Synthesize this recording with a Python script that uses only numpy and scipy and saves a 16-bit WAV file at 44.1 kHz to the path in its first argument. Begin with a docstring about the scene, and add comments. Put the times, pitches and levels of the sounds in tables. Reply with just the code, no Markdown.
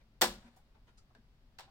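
"""A steel card bracket snaps into the slot frame of an open computer case on a desk, in a small room.
After one faint scrape it catches, slams home and chatters: noise bands make the clang and the ring,
and fading sine waves make the clear notes. A low sine swells as the desk shudders.
Faint scrapes, made of tiny random slips, and a soft tick follow as the card is pressed down.
A second, lighter click comes near the end. Shaped noise gives the quiet room throughout."""
import sys
import numpy as np
from scipy import signal
from scipy.fft import rfft, irfft
from scipy.io import wavfile

SR = 44100
rng = np.random.default_rng(int(sys.argv[2]) if len(sys.argv) > 2 else 0)


def output_pcm(signal):
    """Save a mono or channel-first signal as 16-bit PCM at the path in sys.argv[1].

    Samples are clipped to [-1, 1] before scaling.
    """
    pcm = np.clip(np.atleast_2d(signal).T, -1, 1) * 32767
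    wavfile.write(sys.argv[1], SR, np.round(pcm).astype(np.int16))


N = 74970  # length of the scene in samples

# bracket striking the frame: start_s, level_db, extra_bass_db, extra_treble_db, extra_ring_db
BRACKET_KNOCKS = [(0.2121, -10, 12.5, -3.5, 2.5), (0.2158, -6.5, 8.5, 2, -3.5),
                  (0.2173, -.5, -8.5, 0.5, -2.5), (.2218, -5, 4.5, -3.5, -2), (.2335, -16, 3, 0, 0),
                  (1.1496, -41.5, 7, -18.5, -3), (1.5868, -25, -35, -16, -0.5), (1.5945, -27.5, -9, -9, -5),
                  (1.606, -35.5, -2, -4, -8.5), (1.642, -46, 9.5, -38, 5)]
# noisy sound of the sheet metal: pitch_hz, clang_db per octave, lingering_ring_db per octave
SHEET_METAL = [(70, -57, -60), (150, -65, -65.5), (207, -53.5, -47), (315, -47, -47.5), (400, -46, -46),
               (505, -30, -37.5), (796.6, -23.5, -34), (994, -26.5, -33.5), (1320, -30, -37.5),
               (1570, -26, -32), (2020, -27.5, -35.5), (2500, -31, -36), (3880, -24, -31.5),
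               (5000, -22, -33), (6540, -26.5, -36), (7400, -19, -27.5), (10800, -34, -41.5),
               (12703, -25, -38.5), (16070, -24, -34)]
# how fast the first clang dies away: pitch_hz, time_to_fall_60_db_s
CLANG_FADE = [(400, .07), (900, 0.039), (2000, .05), (5000, 0.026), (14000, 0.031)]
# how fast the lingering ring dies away in the room: pitch_hz, time_to_fall_60_db_s
RING_FADE = [(150, .45), (400, 0.18), (1000, 0.17), (2000, 0.2), (4500, 0.26), (8000, 0.2), (15000, 0.19)]
# extra bass is full below BASS_HZ, extra treble above TREBLE_HZ; both reach zero at the middle
BASS_HZ, MIDDLE_LOW_HZ, MIDDLE_HIGH_HZ, TREBLE_HZ = 240, 850, 3750, 13000
RING_RISE_S = 0.0042
# the case keeps humming faintly after a blow (HUM_DB is relative to the ring)
HUM_DB, HUM_T60_S, HUM_HZ, HUM_OCTAVES = -27, 0.84, 1100, 2.0
RATTLE_DB = 2.5  # depth of the rattle, before the common and separate parts are mixed
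RATTLE_SHARE = 0.64  # part of the rattle that all bands have in common


def knock(start_s, level_db, bass_db, treble_db, ring_db):
    """One contact: metal gives a short clang, a rattling ring and a faint hum, plus its clear notes."""
    t = np.arange(24000) / SR
    colour = [(BASS_HZ, bass_db), (MIDDLE_LOW_HZ, 0), (MIDDLE_HIGH_HZ, 0), (TREBLE_HZ, treble_db)]
    hz, noise = pair_noise(len(t))
    octave = np.log2(hz + 1)
    out = modes_ring(start_s, t, colour)
    common_rattle = rattle(t)
    swell = amp(ring_db) * (1 - np.exp(-t / RING_RISE_S))
    hum = amp(HUM_DB) * decay(t, HUM_T60_S)
    for centre in 62.5 * 2 ** (np.arange(25) / 3):  # one band every third of an octave
        # neighbouring bands overlap so that their powers add up evenly
        band_power = np.maximum(1 - 3 * abs(octave - np.log2(centre)), 0)
        band = irfft(noise * np.sqrt(band_power))
        clang = amp(read(SHEET_METAL, centre)) * decay(t, read(CLANG_FADE, centre))
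        fade = decay(t, read(RING_FADE, centre)) + hum * hump(centre, HUM_HZ, HUM_OCTAVES)
        ring = amp(read(SHEET_METAL, centre, column=2)) * swell * fade
        wobble = RATTLE_SHARE * common_rattle + (1 - RATTLE_SHARE) * rattle(t)
        ring = ring * amp(RATTLE_DB * wobble)
        onset = np.minimum(t * centre, 1)  # rises over one cycle
        shape = np.sqrt(clang ** 2 + ring ** 2) * onset
        rms = np.sqrt(np.mean(shape ** 2) / 3)  # a third of an octave holds a third of its power
        out += evened(band * shape) * rms * amp(read(colour, centre)) * panned(centre)
    return amp(level_db) * out


# clear notes of the case panels: pitch_hz, relative_level_db, time_to_fall_60_db_s
PANEL_NOTES = [(197, -51.5, 0.45), (228, -53, .35), (356.7, -40, .25), (496.7, -38, 0.17),
               (545.7, -46, 0.3), (663.7, -42.5, .16), (745, -37, .14), (770, -41.5, 0.26),
               (856.4, -37.5, .14), (927, -41, 0.18), (1007, -38, .2), (1304, -41, .19), (1378, -41, .18),
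               (1697, -45, 0.24)]
# clear notes of the bracket: pitch_hz, relative_level_db, time_to_fall_60_db_s
BRACKET_NOTES = [(2000, -42, 0.15), (2740, -45, .19), (3664, -39.5, 0.14), (4056, -41.5, .17),
                 (4850, -45, 0.17), (5500, -38.5, .15), (5430, -36, .12), (5924, -46, .17),
                 (7450, -39, 0.11), (7870, -40, 0.13)]
ALL_NOTES_DB = -2.5  # added to the level of every note


def modes_ring(start_s, t, colour):
    """Panels and bracket vibrate at set pitches; blows in quick succession build up one vibration."""
    out = np.zeros((2, len(t)))
    for hz, db, t60_s in PANEL_NOTES + BRACKET_NOTES:
        # less likeness between the microphones means a wider phase gap
        phase_gap = np.array([[.5], [-.5]]) * np.arccos(read(LIKENESS_BY_PITCH, hz))
        # the phase follows scene time, so every blow drives the same vibration
        wave = np.sin(2 * np.pi * hz * (start_s + t) + phase_gap)
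        envelope = np.minimum(t * hz / 2, 1) * decay(t, t60_s)  # rises over two cycles
        out += wave * envelope * amp(ALL_NOTES_DB + db + read(colour, hz)) * panned(hz)
    return out


RATTLE_TOP_HZ = 89


def rattle(t):
    """Uneven rattling of the ring: slow and fast sine waves add up to a wobble of about rms 1."""
    rates_hz = RATTLE_TOP_HZ * np.geomspace(.1, 1, 12)
    phases = rng.random(12)
    coarse = t[::60]  # the wobble is slow enough to work out at every 60th sample
    waves = np.sin(2 * np.pi * (coarse[:, None] * rates_hz + phases))
    return np.interp(t, coarse, evened(waves.sum(1)))


# bracket and card edge rubbing: start_s, length_s, level_db, centre_hz, width_octaves,
# singing_hz, singing_db (relative to the rasp)
RUBS = [(0.0, 0.016, -72.5, 1480, 1.16, 528, -3), (.437, .05, -67, 801, 1.77, 930, -14),
        (.559, 0.018, -68, 4420, 4.9, 767, 3), (.74, 0.025, -70.5, 690, 1.33, 890, -6.5),
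        (0.869, 0.029, -69, 1390, 1.4, 1410, -6.5), (.971, 0.019, -69, 5870, 0.48, 4830, -7.5),
        (.973, 0.017, -72, 2500, 1.2, 1284, -4.5), (1.099, 0.013, -73.5, 850, 0.66, 760, -3),
        (1.147, 0.0063, -65.5, 1630, 0.12, 1600, -2), (1.149, .016, -68, 453, 1.1, 229, -9),
        (1.582, .004, -60, 3700, 0.23, 4400, 2), (1.668, 0.024, -70, 830, 0.74, 794, -3.5)]
SLIPS_PER_S, SLIP_SPREAD_DB = 860, 2.5
CASE_T60_S, ROOM_T60_S = 0.051, 0.2  # times for the case and the room to fall by 60 dB
SCRAPE_ROOM_DB = 1.5  # room part relative to the case part
SING_WIDTH_HZ = 55


def scrape(length_s, level_db, centre_hz, octaves, sing_hz, sing_db):
    """Rubbing is a swell of tiny slips that ring in case and room; one resonance of the part sings."""
    t = np.arange(2 ** 14) / SR
    stroke = np.sqrt(np.sin(np.pi * np.minimum(t / length_s, 1)))
    happens = rng.random(len(t)) < SLIPS_PER_S / SR
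    strength = amp(SLIP_SPREAD_DB * rng.standard_normal(len(t)))
    direction = rng.choice([-1, 1], len(t))
    slips = stroke * happens * strength * direction
    hz, noise = pair_noise(len(t))
    fade = evened(decay(t, CASE_T60_S)) + amp(SCRAPE_ROOM_DB) * evened(decay(t, ROOM_T60_S))
    # multiplying spectra lets every slip set off the fading noise
    rub = rfft(slips) * rfft(irfft(noise) * fade)
    rasp = evened(irfft(rub * hump(hz, centre_hz, octaves) / np.sqrt(hz + centre_hz)))
    sing = evened(irfft(rub / (1 + 2j * (hz - sing_hz) / SING_WIDTH_HZ)))
    length_gain = np.sqrt(length_s / t[-1])  # a longer stroke carries more energy
    return amp(level_db) * (rasp + amp(sing_db) * sing) * length_gain * panned(centre_hz)


# desk and side panel flexing under the hand:
# start_s, pitch_hz, level_db, rise_s, time_to_fall_60_db_s
DESK_AND_PANEL_FLEXES = [(0.264, 42.5, -49, 0.032, 0.53), (.44, 234.8, -54.5, 0.017, 0.31),
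                         (1.181, 226.7, -59, 0.0079, 0.11)]


def flex(hz, level_db, rise_s, t60_s):
    """The desk or panel bends and sways back: one low note that swells and dies away."""
    t = np.arange(SR) / SR
    wave = np.sin(2 * np.pi * hz * t)
    envelope = np.minimum(t / rise_s, 1) * decay(np.maximum(t - rise_s, 0), t60_s)
    return amp(level_db) * wave * envelope * panned(hz)


# tone of the quiet room: pitch_hz, relative_level_db per Hz
ROOM_TONE = [(15, -4), (40, 2), (80, -10.5), (125, -8), (170, -16.5), (230, -13), (320, -23), (700, -27),
             (2100, -32), (4800, -35), (6500, -44), (10000, -49), (15000, -47)]
ROOM_DB, ROOM_LEFT_DB = -64.5, 1.7  # mean level of the two sides; left minus right


def room():
    """Random air sound: steady low rumble and faint hiss, a little to the left."""
    hz, noise = pair_noise(N)
    side_db = np.array([[.5], [-.5]]) * ROOM_LEFT_DB
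    return amp(ROOM_DB + side_db) * evened(irfft(noise * amp(read(ROOM_TONE, hz)), N))


# how alike the two microphones hear: pitch_hz, likeness (1 same, 0 unrelated, -1 opposite)
LIKENESS_BY_PITCH = [(60, .91), (150, .975), (350, .96), (640, .86), (950, .58), (1350, .1), (2800, -.22),
                     (5000, -.08), (8000, 0), (15000, -.12)]


def pair_noise(size):
    """Frequencies and white noise spectra at the two microphones, alike in the bass."""
    hz = np.fft.rfftfreq(size, 1 / SR)
    mid, side = rfft(rng.standard_normal((2, size)))
    same = read(LIKENESS_BY_PITCH, hz)
    return hz, mid * np.sqrt(1 + same) + np.array([[1], [-1]]) * side * np.sqrt(1 - same)


# balance of sound from the slot frame: pitch_hz, left_minus_right_db
FRAME_BALANCE = [(100, 1), (700, 1.9), (2400, 0.5), (4400, 0.74), (8000, 2.44), (11000, 3.5), (15000, 7.5)]


def panned(hz):
    """Gains of the left and right microphone for sound from the slot frame."""
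    return amp(np.array([[.5], [-.5]]) * read(FRAME_BALANCE, hz))


def amp(db):
    """Turns decibels into gain."""
    return 10 ** (np.asarray(db) / 20)


def decay(t, t60_s):
    """Falls by 60 dB in t60_s seconds."""
    return np.exp(-np.log(1000) * t / t60_s)


def hump(hz, centre_hz, octaves):
    """A bell curve along log frequency."""
    return np.exp(-.5 * (np.log2((hz + 1) / centre_hz) / octaves) ** 2)


def read(points, hz, column=1):
    """Reads one column of a table between its points, along log frequency."""
    table = np.transpose(points)
    return np.interp(np.log(hz + 1), np.log(table[0] + 1), table[column])


def evened(x):
    """Scales each channel to rms 1."""
    return x / np.sqrt(np.mean(x ** 2, -1, keepdims=True) + 1e-20)


def add(mix, start_s, sound):
    """Mixes a stereo sound in at a time, cut off at the end of the scene."""
    part = mix[:, round(start_s * SR):][:, :sound.shape[-1]]
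    part += sound[..., :part.shape[1]]


def scene():
    """Knocks, scrapes and flexing over the quiet room."""
    mix = room()
    for start_s, *settings in BRACKET_KNOCKS:
        add(mix, start_s, knock(start_s, *settings))
    for start_s, *settings in RUBS:
        add(mix, start_s, scrape(*settings))
    for start_s, *settings in DESK_AND_PANEL_FLEXES:
        add(mix, start_s, flex(*settings))
    return mix


EDGE_HZ = 16100


def record(dry):
    """The recorder's band limit: a low-pass filter takes away the highest treble."""
    low_pass = signal.firwin(255, EDGE_HZ, window=("kaiser", 8), fs=SR)
    return signal.oaconvolve(dry, low_pass[None], "same")


dry = scene()
out = record(dry)
output_pcm(out)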